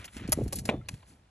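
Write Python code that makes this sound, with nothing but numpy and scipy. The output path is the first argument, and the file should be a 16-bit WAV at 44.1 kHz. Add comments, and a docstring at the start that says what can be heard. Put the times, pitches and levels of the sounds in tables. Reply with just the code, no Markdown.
"""Open air, a gravel lane: steel boules roll right past a microphone standing on the ground.
From the start, random bumps and noise, shaped in colour and level, make the rolling, grit and faint hush.
Pebbles crunch as bursts of chattering contacts; low notes that swell and die shake the ground as thuds.
Then steel and stone clack as sharper bursts, and decaying sine modes ring after the blows.
Faint ticks spread apart as the rolling dies away; the ground and a low wall add a short scatter."""
import sys
import numpy as np
from scipy import signal
from scipy.fft import rfft, irfft, next_fast_len
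from scipy.io import wavfile
from scipy.ndimage import uniform_filter1d

SR = 44100
rng = np.random.default_rng(int(sys.argv[2]) if len(sys.argv) > 2 else 0)


def digitize_waveform(pressure):
    """Quantize a signal to 16-bit integers and store it at the path in sys.argv[1].

    Rows of a 2-D input are taken as channels; values are limited to [-1, 1].
    """
    field = np.atleast_2d(pressure).T
    bounded = np.clip(field, -1, 1)
    quanta = np.round(bounded * 32767).astype(np.int16)
    wavfile.write(sys.argv[1], SR, quanta)


N = 57330


def amp(db):
    """Decibels to gain."""
    return 10 ** (np.asarray(db) / 20)


def unit(x):
    """Scale to rms 1."""
    return x / np.sqrt(np.mean(x ** 2) + 1e-20)


def along(points, hz):
    """Read (frequency, value) points on a log frequency axis."""
    f, v = np.transpose(points)
    return np.interp(np.log(hz + 1), np.log(f + 1), v)


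def curves(rows):
    """One value per sample for each column after the time."""
    s, *columns = np.transpose(rows)
    return [np.interp(np.arange(N) / SR, s, column) for column in columns]


def filtered(x, response):
    """x times a complex response of frequency."""
    m = next_fast_len(N + SR // 2)
    spectrum = rfft(x, m) * response(np.fft.rfftfreq(m, 1 / SR))
    return irfft(spectrum, m)[..., :N]


def coloured(x, colour):
    """x shaped by the given colour, at rms 1."""
    return unit(filtered(x, lambda hz: amp(along(colour, hz))))


def add(track, s, sound):
    """Lay a sound into a track at time s."""
    i = max(0, round(s * SR))
    track[i:i + len(sound)] += sound[:len(track) - i]


def specks(size, rate, spread_db):
    """Tiny random contacts of uneven strength, rate a second, at rms 1."""
    chance = rng.random(size)
    sign = rng.choice([-1, 1], size)
    strength = np.clip(rng.standard_normal(size), -2, 2)
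    return unit((chance < rate / SR) * sign * amp(spread_db * strength))


# drumming of the rolling boules, before the trim: (time [s], level [dB])
ROLL = [(0, -52), (.115, -72), (.155, -53), (.27, -46), (.35, -48.5), (.40, -40), (.47, -40.5), (.505, -54),
        (.54, -39), (.61, -49.5), (.67, -43.5), (.755, -37.5), (.85, -66), (.94, -48.5), (.98, -64),
        (1.06, -74.5), (1.11, -58.5), (1.3, -79)]
# its colour through the ground: (frequency [Hz], relative gain [dB])
ROLL_COLOUR = [(60, -27.5), (130, -2), (200, 2.5), (330, -4), (800, -24), (1300, -46), (3000, -69)]
ROLL_TRIM_DB = -1


def rolling():
    """Countless small bumps under the boules drum through the ground."""
    level_db, = curves(ROLL)
    drum = coloured(specks(N, rate=980, spread_db=3.0), ROLL_COLOUR)
    return amp(level_db + ROLL_TRIM_DB) * drum


# deep rumble in the ground, before the trim: (time [s], level [dB])
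RUMBLE = [(0, -43), (.04, -56), (.125, -61), (.17, -44.5), (.27, -45), (.385, -38), (.425, -32.5),
          (.475, -31.5), (.51, -47), (.58, -38), (.715, -44.5), (.76, -40), (.88, -50), (.945, -45.5),
          (.985, -55.5), (1.3, -65)]
# its colour: (frequency [Hz], relative gain [dB])
RUMBLE_COLOUR = [(28, -22), (45, -3.5), (65, 2), (110, -3), (160, -8.5), (300, -33), (800, -73)]
RUMBLE_TRIM_DB = -1.5


def rumble():
    """The rolling shakes the ground: low noise, its own swells evened out, follows the level."""
    level_db, = curves(RUMBLE)
    deep = signal.hilbert(coloured(rng.standard_normal(N), RUMBLE_COLOUR))
    power = np.abs(uniform_filter1d(np.abs(deep) ** 2, size=1400))  # over about 32 ms
    deep = unit(deep.real / np.sqrt(power + 1e-9))
    return amp(level_db + RUMBLE_TRIM_DB) * deep


# hollow scraping, before the trim: (time [s], level [dB])
SCRAPE = [(0, -67), (.13, -77), (.26, -82), (.29, -46.5), (.315, -74), (.36, -61), (.39, -40.5), (.42, -53),
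          (.447, -69), (.465, -48.5), (.50, -70), (.685, -56), (.71, -36.5), (.75, -42), (.78, -59),
          (.82, -67.5), (1.3, -78)]
# its colour: (frequency [Hz], relative gain [dB])
SCRAPE_COLOUR = [(120, -36.5), (280, -4.5), (420, -2.5), (650, -2), (1200, -19), (2500, -64.5)]
SCRAPE_TRIM_DB = -0.5


def scraping():
    """Stones scrape where a boule presses hard: dense contacts with a hollow colour."""
    level_db, = curves(SCRAPE)
    scrape = coloured(specks(N, rate=960, spread_db=4), SCRAPE_COLOUR)
    return amp(level_db + SCRAPE_TRIM_DB) * scrape


# gravel by grain, before the trims: (time [s], coarse grit level [dB], fine sand level [dB])
GRIT = [(0, -49.5, -60), (.07, -59.5, -73), (.115, -68, -65.5), (.15, -53.5, -55.5), (.20, -50.5, -62.5),
        (.28, -52, -79), (.35, -57.5, -56.5), (.515, -65.5, -66.5), (.565, -63, -44.5), (.635, -75, -66.5),
        (.68, -54, -51.5), (.715, -50.5, -70.5), (.79, -69, -78.5), (.875, -71.5, -83.5), (.91, -64, -60),
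        (1.05, -73, -77), (1.09, -67, -61.5), (1.18, -74.5, -78.5), (1.3, -75.5, -102)]
# colours of coarse grit and of fine sand: (frequency [Hz], relative gain [dB])
GRIT_COLOUR = [(200, -8), (700, -4), (2000, 3), (3200, -1.5), (4500, -11), (8000, -20), (15000, -59.5)]
SAND_COLOUR = [(1000, -27.5), (3500, -4), (6000, -3), (10800, 6), (12200, -15.5), (14000, -17),
               (16000, -40)]
GRIT_TRIM_DB, SAND_TRIM_DB = -1, 2


def gravel():
    """Coarse grit and fine sand grind under the rolling steel as dense tiny contacts."""
    grit_db, sand_db = curves(GRIT)
    grit = coloured(specks(N, rate=3000, spread_db=5.5), GRIT_COLOUR)
    sand = coloured(specks(N, rate=5700, spread_db=3), SAND_COLOUR)
    return amp(grit_db + GRIT_TRIM_DB) * grit + amp(sand_db + SAND_TRIM_DB) * sand


# colour of the outdoor hush: (frequency [Hz], relative gain [dB])
AIR_COLOUR = [(20, -11), (400, -25), (800, -9), (2000, -23.5), (4500, -24.5), (11000, -32), (14000, -58.5)]
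AIR_DB = -71.5


def open_air():
    """A faint steady outdoor hush: independent noise on each side."""
    return amp(AIR_DB) * coloured(rng.standard_normal((2, N)), AIR_COLOUR)


# bands of a contact, in order body, clack, click, sizzle: (low edge [Hz], high edge [Hz])
BAND_EDGES_HZ = [(300, 1136), (1300, 3710), (4000, 11000), (9700, 12400)]


def contacts(rows, snap, rate, spread_db, sag_db, release_s):
    """Each contact is one sharp snap, then grit chatters for its length and stops quickly."""
    out, t = np.zeros(N), np.arange(SR // 10) / SR
    bands = [signal.butter(N=5, Wn=edges, btype="band", fs=SR, output="sos") for edges in BAND_EDGES_HZ]
    for s, length, *levels in rows:
        sag = -sag_db * np.minimum(t / length, 1)
        release = -60 * np.maximum(t - length, 0) / release_s
        force = specks(len(t), rate, spread_db) * amp(sag + release)
        force[0] += snap * np.linalg.norm(force)
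        for band, db in zip(bands, levels):
            part = signal.sosfilt(band, force)
            # the whole burst carries the energy of this level held for its length
            add(out, s, amp(db) * np.sqrt(length * SR) * part / np.linalg.norm(part))
    return out


# pebbles crushed aside:
# (time [s], length [s], body level [dB], clack level [dB], click level [dB], sizzle level [dB])
CRUNCHES = [(.0435, 0.0077, -55, -45, -48, -50), (.054, 0.0067, -58, -54, -45, -46.5),
            (.079, 0.0085, -63.5, -49.5, -68, -65), (.168, 0.013, -55, -49, -49.5, -56.5),
            (.2765, 0.0027, -55, -52, -44, -55), (.294, 0.0019, -52, -56, -46, -43),
            (.438, 0.0013, -68, -67, -49, -45), (.4795, 0.0042, -77, -56, -47, -47),
            (.5255, 0.0038, -39.5, -42, -36.5, -32.5), (.5303, 0.004, -43, -47.5, -32, -34),
            (.542, 0.0056, -67, -58, -50, -52), (.5567, 0.0011, -70, -54, -35.5, -26),
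            (.5595, 0.0033, -68, -67, -41, -35), (.569, 0.0081, -63, -60, -50, -56),
            (.587, 0.0096, -63, -50.5, -39, -42), (.941, 0.0033, -56, -53, -52, -60),
            (1.028, 0.0061, -57, -60.5, -74.5, -82.5)]


def crunches():
    """Pebbles crushed aside: a snap, then sparse chatter with a longer release."""
    return contacts(CRUNCHES, snap=0.45, rate=3200, spread_db=2.5, sag_db=3, release_s=0.038)


# ground shaken by a boule: (time [s], level at the top of the swell [dB], pitch [Hz])
THUDS = [(0.166, -33, 254), (.219, -33, 264), (.250, -28, 178), (.288, -22.5, 268), (0.295, -28, 125),
         (.331, -34.5, 81.5), (0.375, -24.5, 292), (.388, -22, 395), (.411, -21.5, 270),
         (0.417, -26.5, 450), (0.423, -22, 109.5), (.462, -24.5, 269), (.690, -21.5, 222),
         (.698, -31.5, 197), (0.742, -26.5, 256), (.788, -35.5, 130), (0.935, -32.5, 130)]
THUD_RISE_CYCLES = 0.52


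def thuds():
    """Each bump swells and dies within a few cycles of the ground's low note."""
    out, t = np.zeros(N), np.arange(SR // 10) / SR
    for s, db, hz in THUDS:
        u = t * hz / THUD_RISE_CYCLES
        swell = u * np.exp(1 - u)
        add(out, s, amp(db) * swell * np.sin(2 * np.pi * hz * t))
    return out


# hard contacts of steel and stone:
# (time [s], length [s], body level [dB], clack level [dB], click level [dB], sizzle level [dB])
CLACKS = [(.3208, 0.0036, -33, -37.5, -23.5, -19), (.3272, 0.0055, -43.5, -35, -24.5, -22),
          (.654, 0.0054, -47, -46, -35.5, -40), (.6898, 0.0034, -30, -28, -43.5, -47),
          (.6962, 0.0039, -35, -30, -45, -62), (.8864, 0.0024, -48, -36.5, -36, -39.5),
          (.890, 0.0014, -41, -36.5, -32.5, -44)]


def clacks():
    """Steel and stone meet hard: a snap, then dense chatter with a short release."""
    return contacts(CLACKS, snap=0.35, rate=8000, spread_db=3.0, sag_db=3, release_s=0.022)


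# ringing modes of struck boules, jolted stones, the knock, the last clack and a light tap:
# (frequency [Hz], starting level [dB])
STEEL_MODES = [(625, -27.5), (940, -33.5), (1130, -34.5), (1270, -33.5), (1990, -32.5), (5940, -27),
               (10545, -25.5), (11080, -38.5)]
STONE_MODES = [(530, -29.5), (800, -35.5), (1120, -41)]
KNOCK_MODES = [(430, -17.5), (630, -19.5), (810, -22), (1000, -21.5), (1480, -30.5), (1820, -29.5),
               (2340, -26), (2630, -26.5)]
LAST_CLACK_MODES = [(580, -40.5), (860, -42.5), (1130, -44), (1820, -42), (2520, -34), (3950, -41.5)]
TAP_MODES = [(1330, -52.5), (2100, -58)]
# blows that set them ringing: (time [s], time to fall 60 dB [s], modes)
STRIKES = [(.3272, 0.04, STEEL_MODES), (.5303, 0.036, STONE_MODES), (.6902, 0.028, KNOCK_MODES),
           (.813, 0.045, TAP_MODES), (.8866, 0.029, LAST_CLACK_MODES)]
MODE_RISE_S = 0.00023


def ring():
    """Steel and stone ring briefly after each blow, as a set of decaying sine modes."""
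    out, t = np.zeros(N), np.arange(SR // 2) / SR
    rise = 1 - np.exp(-t / MODE_RISE_S)
    for s, t60, modes in STRIKES:
        for k, (hz, db) in enumerate(modes):
            sign = (-1) ** k  # neighbouring modes start in opposite directions
            add(out, s, sign * rise * amp(db - 60 * t / t60) * np.sin(2 * np.pi * hz * t))
    return out


TONE_S, TONE_LENGTH_S, TONE_HZ, TONE_DB, TONE_T60_S = .691, 0.125, 3545, -56, 0.5


def thin_tone():
    """A faint thin decaying tone follows the hardest knock and stops after an eighth of a second."""
    out, t = np.zeros(N), np.arange(SR // 2) / SR
    stop = np.clip((TONE_LENGTH_S - t) / .01, 0, 1)  # fades out over the last 10 ms
    tone = amp(TONE_DB - 60 * t / TONE_T60_S) * np.sin(2 * np.pi * TONE_HZ * t)
    add(out, TONE_S, stop * tone)
    return out


# span of the faint ticking, before jitter: (start [s], end [s])
TICK_SPAN = (.855, 1.135)
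TICK_HZ, TICK_DB = 4400, -62  # centres of the random pitch and level
TICK_SLOWING = 1.45  # exponent above 1: the gaps widen


def ticking(rise_s=0.00056, count=21):
    """A faint run of short high ticks, ever further apart on the whole, as the rolling fades."""
    out, t = np.zeros(N), np.arange(SR // 50) / SR
    start, end = TICK_SPAN
    swell = t / rise_s * np.exp(1 - t / rise_s)
    for s in start + (end - start) * np.linspace(0, 1, count) ** TICK_SLOWING:
        shift, loud, sharp = rng.standard_normal(3)
        hz = TICK_HZ * (1 + 0.041 * sharp)
        tick = swell * np.sin(2 * np.pi * hz * t)
        add(out, s + 0.0017 * shift, amp(TICK_DB + 2 * loud) * tick)
    return out


# the ports move as one below this range and fully apart above it: (low edge [Hz], high edge [Hz])
MONO_HZ = (550, 1000)
SCATTER_DB, SCATTER_T60_S = -16.5, 0.038


def scatter(x):
    """The ground and a low stone wall return a short diffuse tail to each side, thin in the bass."""
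    t = np.arange(SR // 4) / SR
    tail = rng.standard_normal((2, len(t))) * amp(-60 * t / SCATTER_T60_S)
    returned = signal.fftconvolve(x[None], tail / np.linalg.norm(tail[0]), axes=1)[:, :N]
    return amp(SCATTER_DB) * filtered(returned, lambda hz: hz ** 2 / (hz ** 2 + MONO_HZ[0] ** 2))


# the microphone's two ports, before the fade to mono: (frequency [Hz], phase that left leads [rad])
PORT_PHASE = [(900, 1.44), (1350, 1.14), (2000, 0.25), (3500, 1.5), (4300, -0.27), (4800, 4), (5700, 5.5),
              (12500, 12)]
# likewise: (frequency [Hz], left minus right [dB])
PORT_BALANCE = [(700, -2), (1150, 4), (1700, 0), (12000, 1)]


def ports(x):
    """Above the bass, the two ports hear the same sound with different phase and level."""
    side, lead = np.array([[.5], [-.5]]), np.array([[0], [-1]])  # left, right

    def response(hz):
        apart = np.interp(hz, MONO_HZ, [0, 1])
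        gain = amp(side * apart * along(PORT_BALANCE, hz))
        return gain * np.exp(1j * lead * apart * along(PORT_PHASE, hz))

    return filtered(x, response)


def scene():
    """Rolling, crunches and clacks close by, with the scatter and hush of the open air."""
    airborne = gravel() + crunches() + clacks() + ring() + thin_tone() + ticking()
    ground = rolling() + rumble() + scraping() + thuds()
    return ports(airborne + ground) + scatter(airborne) + open_air()


# shape of the top treble: (frequency [Hz], gain [dB])
TOP_TREBLE = [(11500, 0), (13000, -14), (16000, 5)]
TOP_HZ = 16400


def record(dry):
    """The top treble is thinned near 13 kHz, fuller above, and fades out at 16.4 kHz."""
    def response(hz):
        cut = np.clip((TOP_HZ - hz) / 600, 0, 1)  # fades out over the last 600 Hz
        return amp(along(TOP_TREBLE, hz)) * cut

    return filtered(dry, response)


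dry = scene()
out = record(dry)
digitize_waveform(out)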